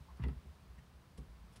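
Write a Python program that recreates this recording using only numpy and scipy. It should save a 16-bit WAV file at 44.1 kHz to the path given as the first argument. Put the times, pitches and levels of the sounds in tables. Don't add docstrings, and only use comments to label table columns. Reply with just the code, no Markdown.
import sys
import numpy as np
from scipy import signal
from scipy.fft import rfft, irfft, next_fast_len
from scipy.io import wavfile

SR = 44100
rng = np.random.default_rng(int(sys.argv[2]) if len(sys.argv) > 2 else 0)


def put_to_file(sound):
    columns = np.atleast_2d(sound).T
    safe = np.clip(columns, -1, 1)
    whole_steps = np.round(safe * 32767)
    wavfile.write(sys.argv[1], SR, whole_steps.astype(np.int16))


N = 70560


def amp(db):
    return 10 ** (np.asarray(db) / 20)


def unit(x):
    return x / np.sqrt(np.mean(x ** 2) + 1e-20)


def along(points, hz):
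    f, values = np.transpose(points)
    return np.interp(np.log(hz + 1), np.log(f + 1), values)


def filtered(x, response):
    size = next_fast_len(N + SR // 2)
    return irfft(rfft(x, size) * response(np.fft.rfftfreq(size, 1 / SR)), size)[:N]


def noise(spectrum):
    return unit(filtered(rng.standard_normal(N), lambda hz: amp(along(spectrum, hz))))


def since(start):
    return np.maximum(np.arange(N) / SR - start, 0)


def envelope(start, rise, hold, t60):
    attack = np.sin(np.pi / 2 * np.minimum(since(start) / rise, 1)) ** 2
    return attack * amp(-60 * since(start + rise + hold) / t60)


def rolloff(x, corner):
    return 1 / np.sqrt(1 + (x / corner) ** 4)


def dying(x, t60s):
    hz, t, spectra = signal.stft(x[:SR // 2], SR, nperseg=256)
    decay = amp(-60 * t / along(t60s, hz)[:, None])
    return signal.istft(spectra * decay, SR, nperseg=256)[1]


# f/Hz, relative level/dB
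RUMBLE_SPECTRUM = [(20, -36), (35, -9), (58, -1.5), (75, 0.5), (100, -7.5), (140, -7), (185, -8),
                   (240, -16), (400, -28.5), (2000, -120)]
HISS_SPECTRUM = [(200, 1.5), (400, 2), (700, -1), (1050, 0), (1500, -4.5), (2400, -8.5), (4800, -12.5),
                 (6000, -16.5), (7400, -19.5), (8400, -17.5), (9000, -20), (9900, -18), (10700, -22),
                 (15500, -22)]
# t/s, relative level/dB
HISS_LEVELS = [(0, 1), (0.4, 0.6), (0.7, 0), (0.95, -.7), (1.6, 0.5)]
def night_air():
    drift_db = np.interp(since(0), *np.transpose(HISS_LEVELS))
    hiss = unit(filtered(noise(HISS_SPECTRUM), lambda hz: 1 - rolloff(hz, corner=153)))
    return amp(-68.5 + drift_db) * hiss + amp(-62) * noise(RUMBLE_SPECTRUM)


# f/Hz, t60/s
YARD_DECAY = [(100, .4), (1000, .5), (4000, 0.66), (12000, 0.23)]
def yard_echo(direct):
    tail = dying(rng.standard_normal(N), YARD_DECAY)
    return amp(-15) * signal.fftconvolve(direct, tail / np.linalg.norm(tail))[:N]


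# t/s, level/dB, centre f/Hz, half width/octaves, rise/s, hold/s
PAD_SLIDES = [(0.078, -65.5, 970, 0.22, 0.01, .022), (0.174, -65.5, 1160, 0.62, .025, 0.027),
              (0.215, -63, 2220, 0.66, .012, 0.0076)]
def pad_rubs():
    out = np.zeros(N)
    for start, db, centre_hz, octaves, rise, hold in PAD_SLIDES:
        friction = rng.standard_normal(N)
        band = filtered(friction, lambda hz: rolloff(np.log2((hz + 1) / centre_hz), octaves) ** 2)
        out += amp(db) * envelope(start, rise, hold, t60=0.081) * unit(band)
    return out


# f/Hz, relative level/dB
CREAK_SPECTRUM = [(900, -25), (1550, -17), (1810, 0.5), (2030, -5), (2400, -21), (2800, -13), (3300, -25),
                  (10000, -34), (15000, -45)]
def lid_creak():
    return amp(-63.5) * envelope(start=0.779, rise=0.0055, hold=0.0047, t60=0.066) * noise(CREAK_SPECTRUM)


# t/s, level/dB
CLAW_TAPS = [(0.172, -67), (0.2366, -59.5), (0.2833, -59.5)]
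# f/Hz, relative level/dB
TAP_SPECTRUM = [(1000, -5), (3000, -6), (5100, 4.5), (6500, -14), (10200, 0.5), (12000, -17), (16000, -31)]
def claw_ticks():
    return sum(amp(db) * envelope(start, rise=0.00084, hold=0, t60=0.012) * noise(TAP_SPECTRUM)
               for start, db in CLAW_TAPS)


# t/s, level/dB, rise/s, hold/s, t60/s, tilt/(dB per octave)
CLAW_DRAGS = [(1.174, -62.5, 0.0042, 0.0016, 0.073, 0), (1.521, -72, .005, 0.011, .1, 0),
              (1.557, -63, 0.0028, 0.011, 0.075, -1.2)]
# f/Hz, relative level/dB
DRAG_SPECTRUM = [(600, -3), (1900, -3), (3300, 2.5), (4200, -4), (5200, 2), (6000, -4.5), (8500, -3),
                 (10200, 0.5), (11700, -9), (12500, -22), (15500, -27)]
def claw_scratches(slips_per_s=1800, slip_share=0.44):
    out = np.zeros(N)
    for start, db, rise, hold, t60, tilt_db in CLAW_DRAGS:
        slips = unit((rng.random(N) < slips_per_s / SR) * rng.standard_normal(N))
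        friction = np.sqrt(slip_share) * slips + np.sqrt(1 - slip_share) * rng.standard_normal(N)
        scratch = filtered(friction, lambda hz: amp(along(DRAG_SPECTRUM, hz) + tilt_db * np.log2(hz + 1)))
        out += amp(db) * envelope(start, rise, hold, t60) * unit(scratch)
    return out


# t/s, level/dB, treble corner f/Hz, rise/s
RIM_KNOCKS = [(0.194, -60, 1940, 0.0045), (0.2361, -46.5, 3800, 0.0022), (0.284, -53, 2400, 0.0017)]
# f/Hz, relative level/dB
RIM_SPECTRUM = [(300, -10.5), (600, -8.5), (780, -3.5), (935, 0), (1120, -15), (1290, -3), (1500, -12),
                (1850, -4.5), (2010, 0), (2180, -10.5), (2750, -7.5), (3400, -10), (4200, -18.5),
                (9000, -21), (15000, -32)]
# f/Hz, t60/s
RIM_DECAY = [(400, 0.15), (950, 0.14), (2000, 0.085), (3500, 0.065), (10000, 0.039)]
def rim_clacks():
    out = np.zeros(N + SR)
    for start, db, corner_hz, rise in RIM_KNOCKS:
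        impact = rng.standard_normal(N)
        rim = filtered(impact, lambda hz: amp(along(RIM_SPECTRUM, hz)) * rolloff(hz, corner_hz))
        ring = dying(unit(rim), RIM_DECAY)
        attack = np.minimum(np.arange(len(ring)) / SR / rise, 1)
        out[round(start * SR):][:len(ring)] += amp(db) * ring * attack
    return out[:N]


# t/s, level/dB, f/Hz, rise/s, hold/s, t60/s
BIN_FLEXES = [(0.003, -52.5, 66, 0.014, 0.0087, .1), (0.085, -51.5, 63.5, 0.046, .035, 0.12),
              (0.196, -31.5, 65.3, 0.076, .014, 0.18), (0.354, -41.5, 65, .022, 0.011, 0.07),
              (0.446, -46, 69.1, 0.036, 0.023, 0.09), (0.664, -53, 60, 0.035, .05, .15),
              (0.765, -54, 60.3, .02, 0.014, .06), (0.915, -59, 65.64, .02, 0.066, .5),
              (1.171, -43.5, 59, 0.031, 0.0061, 0.17), (1.28, -48.5, 57.3, 0.017, 0.019, .35),
              (1.381, -52.5, 54.3, 0.018, 0.031, 0.69)]
def bin_booms():
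    return sum(amp(db) * envelope(start, rise, hold, t60) * np.sin(2 * np.pi * hz * since(start))
               for start, db, hz, rise, hold, t60 in BIN_FLEXES)


# t/s, level/dB, treble corner f/Hz, rise/s, pitch factor
PAW_STEPS = [(0.003, -55.5, 172, 0.0065, 1.05), (0.194, -35.5, 136, .004, 0.87),
             (0.216, -43, 149, 0.0038, 1.0), (0.238, -42.5, 370, 0.0029, 1.01),
             (0.259, -38.5, 440, .007, 1.0), (0.297, -43.5, 219, .005, 1.03), (0.45, -57, 300, 0.0044, 0.9),
             (0.776, -54, 169, 0.018, 1.0), (1.179, -49, 810, 0.0067, 1.06),
             (1.215, -56, 219, 0.0069, 1.04), (1.568, -60.5, 400, 0.0086, 0.91)]
# f/Hz, relative level/dB, t60/s
WALL_MODES = [(114.3, 1.5, 0.09), (136, 2.5, 0.21), (161.7, -5, .16), (186, -6, .16), (225, -0.5, 0.11),
              (259, -8.5, 0.18), (299.4, -15, .15), (345, -11.5, .16), (386.6, -9, .17), (405.2, -7, 0.19),
              (458.6, -12.5, .15), (534, -23, 0.16), (698, -17.5, 0.19), (1039, -13, 0.29)]
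def paw_thuds(sag_share=0.049, sag_s=0.03):
    out = np.zeros(N + SR)
    t = np.arange(SR // 4) / SR
    hz, mode_db, t60 = np.transpose(WALL_MODES)[:, :, None]
    decays = amp(mode_db - 60 * t / t60)
    sagging_time = t + sag_share * sag_s * (1 - np.exp(-t / sag_s))
    for start, db, corner_hz, rise, pitch in PAW_STEPS:
        waves = np.sin(2 * np.pi * (hz * pitch * sagging_time + rng.random(hz.shape)))
        ring = np.sum(rolloff(hz, corner_hz) * decays * waves, axis=0)
        out[round(start * SR):][:len(t)] += amp(db) * ring * np.minimum(t / rise, 1)
    return out[:N]


def scene():
    contacts = paw_thuds() + rim_clacks() + claw_ticks() + claw_scratches() + lid_creak() + pad_rubs()
    return (contacts + bin_booms() + yard_echo(contacts) + night_air())[None]


def record(dry):
    top_hz = 15780
    return np.array([filtered(channel, lambda hz: hz < top_hz) for channel in dry])


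dry = scene()
out = record(dry)
put_to_file(out)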